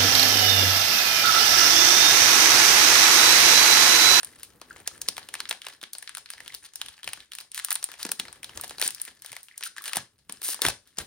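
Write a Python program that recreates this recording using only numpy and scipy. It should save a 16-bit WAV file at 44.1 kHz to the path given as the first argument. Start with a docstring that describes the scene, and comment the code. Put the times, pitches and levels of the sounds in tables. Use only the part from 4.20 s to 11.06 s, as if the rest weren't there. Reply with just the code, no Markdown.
"""A small room, a two-port microphone close to two hands that open a foil card wrapper.
They crinkle it, rip its seam open and pull it off the cards. Creases snap one by one as chirping clicks;
foil tears or slides in dense runs of tiny crackles, and squeezes stir a fine rustle of wrinkles and foil.
Stretches of wrapper thump and plink as sinking tones; the hands rumble and brush as filtered noise.
Behind them lie the room's short diffuse tail and a bed of still air."""
import sys
import numpy as np
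from scipy import signal
from scipy.fft import rfft, irfft
from scipy.io import wavfile
from scipy.ndimage import uniform_filter1d

SR = 44100
rng = np.random.default_rng(int(sys.argv[2]) if len(sys.argv) > 2 else 0)


def dump(signal):
    """Clip the signal to [-1, 1] and save it as 16-bit WAV at the path in sys.argv[1]."""
    limited = np.clip(np.atleast_2d(signal).T, -1, 1)
    pcm = np.round(limited * 32767).astype(np.int16)
    wavfile.write(sys.argv[1], SR, pcm)


N = 302614  # length in samples
TIME = np.arange(N) / SR  # s
TAPS = 1024  # samples in one click
HZ = np.fft.rfftfreq(TAPS, 1 / SR) + 1  # Hz, kept above zero

# Creases snapping close to the microphone:
# [t/s, level/dB, lowest f/Hz the facet radiates, ring f/Hz, brightness/(dB per octave)]
CREASE_SNAPS = [(0.032, -7, 620, 8600, -2), (0.0474, -11, 990, 10000, 4), (0.2324, -10, 260, 2230, 5),
                (0.4168, -10, 352, 1210, -2.5), (0.5631, -20, 330, 2080, -6.5), (0.6765, 3.5, 500, 6430, 1),
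                (0.8168, -3.5, 427, 6250, 3.5), (0.8868, 8, 454, 5060, 1.5), (0.968, -8.5, 690, 3280, -0.5),
                (0.9811, -1.5, 714, 12100, -5.5), (1.089, -9.5, 370, 2930, 0.0), (1.1414, 1, 725, 2000, -1),
                (1.1535, -5, 610, 2600, -2.5), (1.204, 1, 890, 4350, -2.5), (1.255, -9.5, 1450, 3980, -8),
                (1.2908, -5.5, 1420, 5650, -3.5), (1.2947, -12, 770, 7800, 8.5), (1.3116, 5, 480, 3400, -3),
                (1.3276, -4, 770, 2360, -1.5), (1.4186, -9.5, 1750, 3240, -3.0),
                (1.4452, -20, 1430, 3300, -8.5), (1.468, -4, 480, 2810, -3.0),
                (1.4855, -10.5, 420, 1520, 1), (1.615, -15.5, 875, 3530, -1.5),
                (1.63, -9.5, 198, 1520, -0.5), (1.638, -6, 1450, 3430, -4.5), (1.7335, -11, 290, 4600, 7.5),
                (1.752, -11, 553, 4600, -2), (1.784, -12.5, 480, 8700, 2.5), (1.8265, -9.5, 423, 1900, 3),
                (1.8763, -7, 1800, 4500, -7), (1.8937, -7.5, 1250, 8600, -5.0),
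                (1.9504, -5, 1420, 9500, -3.5), (1.9714, -5, 420, 1500, 1.5), (1.982, -9, 330, 1410, 2),
                (2.06, -14.0, 1420, 4500, -4.5), (2.09, -21.5, 1810, 4500, -7.5),
                (2.1035, -4, 1260, 10700, -2.0), (2.1361, -11.5, 665, 5000, -3),
                (2.2047, -11, 330, 1920, -0.5), (2.262, -17.0, 260, 2920, -2.5),
                (2.2793, -8.5, 1110, 3300, 0.5), (2.343, -10.5, 330, 3230, 1.5),
                (2.3478, -10, 200, 4380, 6.5), (2.5365, -20.5, 1000, 7000, 0.5),
                (2.5579, -8, 610, 5570, 4.5), (2.616, 1.5, 806, 3200, -1.0), (2.6622, -11, 1270, 2900, 0.0),
                (2.685, -10, 750, 3340, 0), (2.8323, -10.5, 1110, 3220, -2), (2.844, -9.5, 257, 3360, 2.5),
                (2.877, 0.5, 555, 2550, -3), (2.8905, -7.5, 370, 2620, 0.5), (2.9338, -1, 710, 2620, 1),
                (2.9755, -18.5, 200, 1400, -2.0), (3.0045, -15, 2300, 3680, -6),
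                (3.1198, -9, 1430, 3260, -1.5), (3.1347, -11, 990, 4080, 0.5), (3.152, -10, 990, 1900, 4.5),
                (3.1864, -5.5, 870, 2520, 1), (3.2041, -14, 260, 4500, 3),
                (3.2104, -12.5, 547, 14900, -0.5), (3.3176, -12.5, 2600, 8750, -1.5),
                (3.3462, -3, 2320, 14700, -1.5), (3.378, -0.5, 1310, 7800, -4.5),
                (3.3922, -5, 1020, 10750, -4), (3.3984, -3, 1260, 1920, -2), (3.448, -2.0, 540, 1400, 8.0),
                (3.4863, -7.5, 970, 1200, -3), (3.5066, 3, 870, 1090, 5), (3.5176, 3, 950, 10900, -3.5),
                (3.528, -5.5, 610, 11500, 8), (3.5436, -16, 870, 8600, 6), (3.555, -2.5, 770, 9600, 2.5),
                (3.5585, -2, 775, 4100, -2.5), (3.6284, -5.5, 615, 5630, -1), (3.6421, -2, 770, 8640, 4.5),
                (3.69, -13, 332, 1190, -1.5), (3.7173, -8, 1100, 15000, -3.0),
                (3.7402, -13.5, 543, 2360, -2), (3.83, -2.5, 765, 4600, 3.5),
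                (3.8519, -0.5, 230, 6900, -3.5), (3.8659, -6.5, 610, 14800, -1.5),
                (3.892, -6, 420, 5600, -3.5), (3.9178, 4.5, 330, 1380, 5.0), (3.9983, 4.5, 230, 3240, -0.5),
                (4.0537, -15, 290, 2100, -4.5), (4.0832, -13.0, 610, 4650, -5),
                (4.1285, -14, 870, 8900, -1.5), (4.16, -25, 230, 13300, -5.5),
                (4.2317, -7.5, 330, 2430, 0.5), (4.2447, -6.5, 690, 3670, 1.5),
                (4.2942, -15.5, 476, 2970, -5.0), (4.375, -4.5, 230, 6900, -0.5),
                (4.3993, -13.5, 370, 1230, -3.5), (4.413, -10.5, 330, 1200, 9), (4.4379, -4, 372, 760, 0),
                (4.444, -5, 540, 800, 1.5), (4.4798, -18, 260, 1100, 7), (4.4956, -11.5, 420, 4020, 2.5),
                (4.5093, -8.5, 370, 8500, -4), (4.5838, -8, 230, 4500, -1.5), (4.5982, -6.5, 480, 10700, 0),
                (4.6156, 6.0, 483, 1840, 3.5), (4.6254, 6, 380, 4100, -1.0), (4.678, 1.5, 292, 7900, 4.5),
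                (4.689, -8, 870, 2840, -2.0), (4.7066, -7.5, 770, 2400, 5), (4.748, -12.5, 990, 5000, 6),
                (4.7824, -21, 990, 2620, -0.5), (4.8, -14.5, 1260, 4499, 0.5), (4.8168, -10, 1110, 9500, 7),
                (4.852, -14, 880, 2400, 6.5), (4.8795, -11.5, 230, 2040, -1),
                (5.0216, -17, 1260, 1480, 6.0), (5.0479, -13, 480, 1990, 0),
                (5.0616, -13.5, 480, 3200, 5.5), (5.1187, -11, 680, 2100, 2.5),
                (5.1299, -9, 420, 2100, -0.5), (5.1664, -6, 610, 2090, 0), (5.2314, -26.5, 610, 1900, 12),
                (5.2851, -19.5, 1140, 2820, -3.0), (5.379, -13.5, 420, 7700, 5.5),
                (5.41, -11.5, 425, 1410, -0.5), (5.4276, -3.5, 2020, 5700, -10),
                (5.4364, 2, 2300, 14400, -5.5), (5.566, -11, 1220, 7700, -8.0),
                (5.583, -7.5, 955, 1930, -1), (5.6214, -24, 420, 3300, 10.5),
                (5.6408, -7.5, 1420, 13300, -1), (5.6572, -6, 690, 2900, 0.5), (5.68, -3.5, 477, 2400, 2),
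                (5.7336, 3, 870, 2570, -0.5), (5.759, -2, 261, 10700, 1), (5.77, 8.0, 294, 800, 1.5),
                (5.989, -37, 420, 4500, 0.5), (6.0971, -5.5, 230, 1105, -1.0),
                (6.1239, -12.5, 610, 8800, 3.5), (6.2185, -7.5, 375, 1700, 2.5),
                (6.2885, -1, 287, 14600, 0.5), (6.3448, -2.5, 230, 1180, 3.5), (6.3933, -15, 420, 900, -5),
                (6.4191, 7, 334, 3800, 3.5), (6.4524, 10.5, 260, 1870, -2.5), (6.4653, 7.5, 260, 3540, 1.5),
                (6.486, 9, 326, 750, 0.0), (6.675, -30, 260, 3400, 4.5), (6.7721, -19.5, 330, 5700, 0.5),
                (6.7862, 2.0, 260, 7060, 0)]


def snaps(level_db=0, long_crease_hz=260, room_db=-9, softer_room_per_db=0.4):
    """Large creases buckle, longer the lower they reach; returns the near sound and the room's share."""
    near, sent = np.zeros((2, 2, N))
    for s, db, low_hz, ring_hz, bright_db in CREASE_SNAPS:
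        start = s - TAPS / 4 / SR  # a click is centred a quarter into its frame
        snap_db = level_db + db
        colour_db = snap_db + facet_db(low_hz, ring_hz, bright_db, ring_db=10.5)
        slips = min(long_crease_hz / low_hz, 1) ** 1.5
        add(near, start, click(colour_db, slips=slips, ripple=.6))
        # the room gathers sound from all sides of the facet: smoother colour, less varied level
        all_round_db = snap_db + facet_db(low_hz, ring_hz, bright_db, ring_db=5.5)
        room_gain = gain_of(room_db - softer_room_per_db * db)
        add(sent, start, room_gain * click(all_round_db, ripple=0))
    return near, sent


# Spectrum common to all foil facets: [f/Hz, level/dB]
FOIL_SPECTRUM = [(300, -3), (600, -6), (1300, -5.5), (1750, -4), (2300, -6), (3700, -2.5), (4800, -4),
                 (6500, -6.5), (8000, -7), (9400, 3.5), (11000, -12.5), (12200, -12), (14500, -8),
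                 (16000, -11)]


def facet_db(low_hz, ring_hz, bright_db, ring_db, ring_octaves=.26):
    """Spectrum of one foil facet: too small to radiate bass, with one broad resonance."""
    bass_cut = -10 * np.log10(1 + (low_hz / HZ) ** 8)
    octaves = np.clip(np.log2(HZ / 4000), -1.5, 2)
    ring = ring_db / (1 + (np.log2(HZ / ring_hz) / ring_octaves) ** 2)
    return read(FOIL_SPECTRUM, HZ) + bass_cut + bright_db * octaves + ring


# The two microphone ports, before each click's scatter: [f/Hz, phase by which the left leads/rad]
PORT_LEAD = [(700, 0), (1200, .1), (2300, .7), (3500, 1.35), (5500, 1.2), (8000, 1.8), (9500, 1.6),
             (13000, 1.3), (16000, 2)]


def click(colour_db, slips=0, ripple=1.0, spread_s=0.00156, slip_s=0.001183,
          echo_db=-7, echo_s=0.0037, left_db=2, scatter_db=1, turn=0.2):
    """One buckle; bending waves carry the treble out first, so it chirps down."""
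    travel, pan, angle = rng.standard_normal(3)
    amplitude = gain_of(colour_db)
    power = amplitude ** 2
    delay = spread_s * np.exp(0.2025 * travel) / np.sqrt(np.maximum(HZ, 400) / 1000)
    # centre the strongest part a quarter into the frame
    delay += TAPS / 4 / SR - np.average(delay, weights=power ** 2)
    turns = np.cumsum(delay) * SR / TAPS + rng.random()
    direct = amplitude * np.exp(-2j * np.pi * turns)

    # a long crease gives way in several slips around the main one
    when, phase = 2 * rng.random((2, 6, 1)) - 1
    run = 1 + slips * np.exp(1j * np.pi * (phase - 2 * HZ * slip_s * when)).sum(0)

    # the wave bounces between the folds of the pouch for a few milliseconds
    t = np.arange(TAPS) / SR
    bounce = np.exp(-t / echo_s) * (1 - np.exp(-t / 0.001))
    shared, left, right = rng.standard_normal((3, TAPS)) * bounce
    folds = shared + .4 * np.array([left, right])
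    echoes = rfft(folds / np.linalg.norm(folds[0]))
    paths = run * (1 + gain_of(echo_db) * echoes)

    # ripple (0-1) is how deeply these paths comb the spectrum
    sound = direct * paths * (abs(paths) + .15) ** (np.clip(ripple, 0, 1) - 1)
    sound *= np.sqrt(power.mean() / np.mean(abs(sound) ** 2))
    side = np.array([[.5], [-.5]])
    balance = gain_of(side * (left_db + scatter_db * pan))
    lead = np.exp(1j * side * read(PORT_LEAD, HZ) * (1 + turn * angle))
    return irfft(sound * balance * lead, TAPS)


# Runs of tearing or sliding foil, close by:
# [start t/s, end t/s, level/dB, lowest f/Hz, brightness/(dB per octave)]
TEARS_AND_SLIDES = [(0.23, 0.252, -45, 900, 3), (2.11, 2.137, -50, 1200, 2.5),
                    (2.446, 2.466, -44.5, 1490, -0.5), (3.346, 3.4, -39, 1220, 1.5),
                    (3.504, 3.527, -34, 820, 0), (3.79, 3.828, -41.5, 680, -1.5),
                    (3.992, 4.003, -32.5, 400, -0.5), (4.631, 4.671, -29, 690, 1.5),
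                    (5.436, 5.478, -35.5, 1300, 1.5), (5.658, 5.699, -38, 800, -0.5),
                    (5.746, 5.79, -37.5, 400, -2.5), (6.229, 6.338, -29, 494, 5),
                    (6.42, 6.506, -31, 333, -1), (6.78, 6.82, -39, 200, -2.5)]


def tears_and_slides(edge_s=0.0011):
    """Foil tears or slides in dense runs of tiny crackles, starting and stopping sharply."""
    out = np.zeros((2, N))
    for start, end, db, low_hz, bright_db in TEARS_AND_SLIDES:
        run = grains(size=8192, per_s=1600, spread_db=-0.5, low_hz=low_hz, bright_db=bright_db, ring_db=8)
        t = np.arange(run.shape[1]) / SR
        edges = np.clip(np.minimum(t, end - start - t) / edge_s, 0, 1)
        add(out, start, gain_of(db) * run * edges)
    return out


def grains(size, per_s, spread_db, low_hz, bright_db, ring_db, count=20):
    """A random run of tiny buckles from many facets, rms 1."""
    sizes_db = spread_db * np.minimum(rng.exponential(1, size), 3.5)
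    strength = gain_of(sizes_db) * (rng.random(size) < per_s / SR)
    facet = rng.integers(0, count, size)
    shapes = []
    for ring_hz in np.geomspace(1400, 12000, count):
        colour_db = facet_db(low_hz * rng.uniform(0.57, 1.57), ring_hz, bright_db, ring_db)
        shapes.append(click(colour_db, slips=0.18))
    out = np.zeros((2, size + TAPS))
    for at in np.flatnonzero(strength):
        out[:, at:at + TAPS] += strength[at] * shapes[facet[at]]
    return evened(out[:, TAPS // 4:][:, :size])


# Separate squeezes and pulls of the fingers on the foil: [start t/s, length/s, relative level/dB]
FINGER_SQUEEZES = [(-.02, 0.24, -55), (0.274, .08, -65), (0.477, 0.14, -56.5), (0.689, 0.088, -54.5),
                   (0.91, 0.16, -54), (1.13, .24, -61), (1.424, 0.12, -49), (1.767, 0.18, -66),
                   (2.142, .19, -52.5), (2.415, 0.052, -52.5), (2.58, 0.22, -56), (2.858, 0.18, -57.5),
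                   (3.123, 0.061, -79), (3.327, 0.15, -50.5), (3.692, 0.058, -52), (3.767, .1, -53),
                   (3.976, 0.18, -59), (4.274, 0.61, -52), (4.756, 0.22, -68.5), (4.962, 0.084, -62),
                   (5.027, 0.18, -55), (5.3, 0.22, -65), (5.557, 0.25, -47.5), (6.102, 0.12, -60),
                   (6.226, 0.15, -55), (6.654, 0.089, -70)]


def rustle(level_db=0, wrinkle_db=-1, slide_db=-11.5, held_db=-76):
    """Small wrinkles shift under the fingers and around snaps, over the smoother hiss of foil on card."""
    wrinkles = grains(N, per_s=220, spread_db=4.4, low_hz=900, bright_db=-2.5, ring_db=13)
    slide = grains(N, per_s=2100, spread_db=1.5, low_hz=960, bright_db=-2.0, ring_db=6.0)
    squeeze = moves(FINGER_SQUEEZES) + gain_of(held_db)
    stirred = np.hypot(squeeze, around_snaps())
    fine = gain_of(wrinkle_db) * stirred * wrinkles
    hiss = gain_of(slide_db) * squeeze * slide
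    return gain_of(level_db) * (fine + hiss)


# wrinkle level after a 0 dB snap (dB), dB more per dB of snap, and settling time (s)
SETTLE_DB, SETTLE_PER_DB, SETTLE_S = -47, 1.3, 0.012
FADE_IN_DB, FADE_IN_S = -3, 0.013  # rustle heard before a snap: dB relative to the settling, time in s


def around_snaps():
    """Level over time of wrinkles that settle in the wake of each snap, with a short fade-in before it."""
    kicks = np.zeros(N)
    for s, db, *_ in CREASE_SNAPS:
        kicks[round(s * SR)] += gain_of(SETTLE_DB + SETTLE_PER_DB * db) ** 2
    after = signal.lfilter([1], [1, -np.exp(-2 / SETTLE_S / SR)], kicks)
    # a similar decay run backwards in time makes the fade-in
    before = signal.lfilter([1], [1, -np.exp(-2 / FADE_IN_S / SR)], kicks[::-1])[::-1]
    return np.sqrt(after + gain_of(FADE_IN_DB) ** 2 * before)


def pouch(x, hollow_hz=1830, width_hz=330):
    """The hollow of the wrapper resonates and colours the rustle with a papery ring."""
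    return signal.lfilter(*signal.iirpeak(hollow_hz, hollow_hz / width_hz, fs=SR), x)


# The pouch and the cards in it flexing: [t/s, level/dB, middle pitch f/Hz]
POUCH_THUMPS = [(.89, -43, 252), (1.312, -39.5, 544), (1.638, -51, 307), (3.856, -33, 285), (3.9, -42, 268),
                (3.998, -42, 237), (4.38, -46.5, 117), (4.66, -42, 298), (5.772, -37.5, 189),
                (5.794, -46, 122), (6.099, -45, 246), (6.29, -49, 423), (2.879, -44, 750),
                (6.422, -30.5, 493), (6.452, -22.5, 810), (6.486, -26, 700), (6.466, -34, 93),
                (6.488, -38, 129), (6.498, -46, 70), (6.784, -39, 220), (6.81, -54, 100)]


def thumps():
    """The pouch thumps in a very few cycles of a sinking tone."""
    return flexes(POUCH_THUMPS, cycles=0.84, sag=0.29)


# Taut panels of the wrapper plinking: [t/s, level/dB, middle pitch f/Hz]
PANEL_PLINKS = [(.51, -32, 1520), (.565, -57, 2150), (.715, -48, 1300), (1.827, -41, 1770),
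                (2.205, -40, 2000), (2.304, -37, 2110), (4.866, -45, 2050), (5.314, -42, 2020),
                (5.344, -46, 2090), (5.465, -31.5, 1480), (5.583, -32, 1760), (5.611, -43, 1170),
                (5.72, -43, 1200)]


def plinks():
    """Taut panels ring for several cycles of a sinking tone."""
    return flexes(PANEL_PLINKS, cycles=4.6, sag=0.17)


def flexes(rows, cycles, sag):
    """A stretch of the wrapper pops as a whole: a short tone that swells, dies and sinks in pitch."""
    out, t = np.zeros((2, N)), np.arange(4096) / SR
    for s, db, hz in rows:
        age = t * hz / cycles
        pitch = hz * (1 + sag * (2 * np.exp(-age) - 1))
        turns = np.cumsum(pitch) / SR
        swell = 2 * age * np.exp(1 - 2 * age)
        balance = gain_of(db + np.array([[1], [-1]]))  # a little louder on the left
        add(out, s - .002, balance * swell * np.sin(2 * np.pi * turns))
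    return out


# How firmly the hands grip the pack: [t/s, dull rumble relative level/dB, skin brushing relative level/dB]
GRIP = [(0.0, -69.5, -64.5), (0.95, -66.5, -62.5), (1.2, -75, -64.5), (1.95, -81.5, -77.5),
        (2.21, -72, -68.5), (2.43, -79, -74.5), (2.98, -80, -77), (3.42, -78, -78.5), (3.59, -76, -74),
        (4.47, -66.5, -62), (5.18, -83, -81), (5.44, -82, -79), (5.75, -87, -65.5), (5.9, -78, -79),
        (6.08, -68.5, -77), (6.36, -78, -67), (6.63, -82, -74), (6.86, -73, -88.5)]
# Short swells of low rumble as the pouch puffs air out: [t/s, length/s, relative level/dB]
RUMBLE_SWELLS = [(1.98, 0.043, -76), (2.32, .06, -72), (2.6, 0.1, -69), (2.85, 0.044, -62),
                 (2.93, .09, -76), (4.35, 0.03, -62), (5.1, 0.028, -63), (5.76, .04, -64),
                 (6.44, 0.071, -44), (6.78, 0.061, -51)]
# Spectrum of the hands' rumble: [f/Hz, level/(dB per Hz)]
RUMBLE_SPECTRUM = [(20, -51.5), (33, -20.5), (52, -0.5), (90, -2.5), (150, -4), (250, -16.5), (600, -34)]
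# Spectrum of skin brushing the pack: [f/Hz, level/(dB per Hz)]
SKIN_SPECTRUM = [(60, -15), (150, -6.5), (260, 2), (430, 0.5), (700, -7.5), (1500, -8), (4000, -29.5),
                 (12000, -18.5)]
SQUEEZE_LIFTS_DB = 4  # the hands are louder while they squeeze


def hands(rumble_db=-1, brush_db=-1, swell_brush_db=-3):
    """Shifting grip gives a dull rumble and skin brushes the pack, both in uneven little drags."""
    s, rumble, brush = np.transpose(GRIP)
    wander = uniform_filter1d(uniform_filter1d(rng.standard_normal(N), 1500), 900)
    drag_db = 2.2 * evened(wander)
    squeezing = sum(stroke(start, length) for start, length, _ in FINGER_SQUEEZES)
    effort_db = SQUEEZE_LIFTS_DB * np.minimum(squeezing, 1)
    swells = moves(RUMBLE_SWELLS)
    rumble_gain = gain_of(rumble_db + effort_db + np.interp(TIME, s, rumble)) + swells
    brush_gain = gain_of(brush_db + effort_db + np.interp(TIME, s, brush))
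    brush_gain = brush_gain + gain_of(swell_brush_db) * swells  # the skin is heard in the swells too
    low = rumble_gain * noise(RUMBLE_SPECTRUM, apart=0.14)
    soft = brush_gain * noise(SKIN_SPECTRUM, apart=0.47)
    return (low + soft) * gain_of(drag_db + np.array([[.8], [-.8]]))


SQUEEZE_RISE_S, SQUEEZE_FALL_S = 0.015, 0.014  # every squeeze and swell builds, holds and lets go alike


def stroke(start, length):
    """Envelope of one squeeze or swell: rise, hold, release."""
    age = TIME - start
    rise = np.clip(age / SQUEEZE_RISE_S, 0, 1)
    return rise * np.exp(-np.clip((age - length) / SQUEEZE_FALL_S, 0, 40))


def moves(rows):
    """Level over time of a series of squeezes or swells."""
    return sum(gain_of(db) * stroke(start, length) for start, length, db in rows)


# How long the small room rings: [f/Hz, t60/s]
ROOM_DECAY = [(200, 0.29), (1000, 0.245), (4000, 0.2458), (9000, 0.3), (16000, 0.18)]
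# Colour of the room's tail: [f/Hz, level/dB]
ROOM_TONE = [(200, 3), (600, 0.5), (2000, 0.5), (5000, 2), (9500, -5), (15000, -9)]


def room(x, build_s=0.00046, alike_hz=1500):
    """Sparse random echoes make a short diffuse tail, its bass nearly the same at both ports."""
    size = 22050
    taps = rng.standard_normal((2, size)) * (rng.random((2, size)) < .15)
    hz, t, z = signal.stft(taps, SR, nperseg=256)
    alike = (1 / (1 + (hz / alike_hz) ** 2))[:, None]
    z[1] = alike * z[0] + np.sqrt(1 - alike ** 2) * z[1]
    decay = gain_of(-60 * t / read(ROOM_DECAY, hz)[:, None])
    tail = signal.istft(z * decay, SR, nperseg=256)[1][:, :size]
    tail *= 1 - np.exp(-np.arange(size) / SR / build_s)
    tail /= np.linalg.norm(tail, axis=1, keepdims=True)
    tone = gain_of(read(ROOM_TONE, np.fft.rfftfreq(size, 1 / SR)))
    tail = irfft(rfft(tail) * tone)
    fade = signal.windows.hann(2 * size)[size:]
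    return signal.fftconvolve(x, tail * fade, axes=1)[:, :N]


# Spectrum of the still air: [f/Hz, level/(dB per Hz)]
AIR_SPECTRUM = [(18, -24.5), (30, -12), (157, -12), (194, -5.5), (233, -16), (740, -42.5), (4530, -27),
                (8080, -44.5), (9460, -26.5), (16000, -49)]
AIR_DB = -82  # rms level


def air():
    """The still air of the room: steady, faint coloured noise."""
    return gain_of(AIR_DB) * noise(AIR_SPECTRUM, apart=0.34)


def noise(spectrum, apart):
    """Stereo noise of a given colour, rms 1; apart is the amount that differs between the ports."""
    colour = gain_of(read(spectrum, np.fft.rfftfreq(N, 1 / SR)))
    mid, side = irfft(rfft(rng.standard_normal((2, N))) * colour, N)
    return evened(np.array([mid + apart * side, mid - apart * side]))


def gain_of(db):
    """Decibels to amplitude."""
    return 10 ** (np.asarray(db) / 20)


def evened(x):
    """Scales to rms 1."""
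    return x / np.sqrt(np.mean(x ** 2) + 1e-20)


def read(points, hz):
    """Reads a table on a log-frequency axis."""
    f, value = np.transpose(points)
    return np.interp(np.log(hz + 1), np.log(f + 1), value)


def add(mix, s, sound):
    """Mixes a stereo sound in at time s, or at the very start if s is negative."""
    part = mix[:, max(round(s * SR), 0):][:, :sound.shape[1]]
    part += sound[:, :part.shape[1]]


def scene(crackle_room_db=-8, thump_room_db=-8, hollow_db=-4):
    """Foil, pouch and hands, with the room's answer and its still air."""
    near, sent = snaps()
    fine = rustle()
    crackle = fine + gain_of(hollow_db) * pouch(fine) + tears_and_slides()
    pops = thumps() + plinks()
    tail = room(sent + gain_of(crackle_room_db) * crackle + gain_of(thump_room_db) * pops)
    return near + crackle + pops + hands() + tail + air()


EDGE_HZ = 16100  # top of the recorder's band


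def record(dry):
    """The recorder's band limit: a steep linear-phase low-pass."""
    lowpass = signal.firwin(255, EDGE_HZ, window=("kaiser", 9), fs=SR)
    return signal.oaconvolve(dry, lowpass[None], "same")


dry = scene()
out = record(dry)
dump(out)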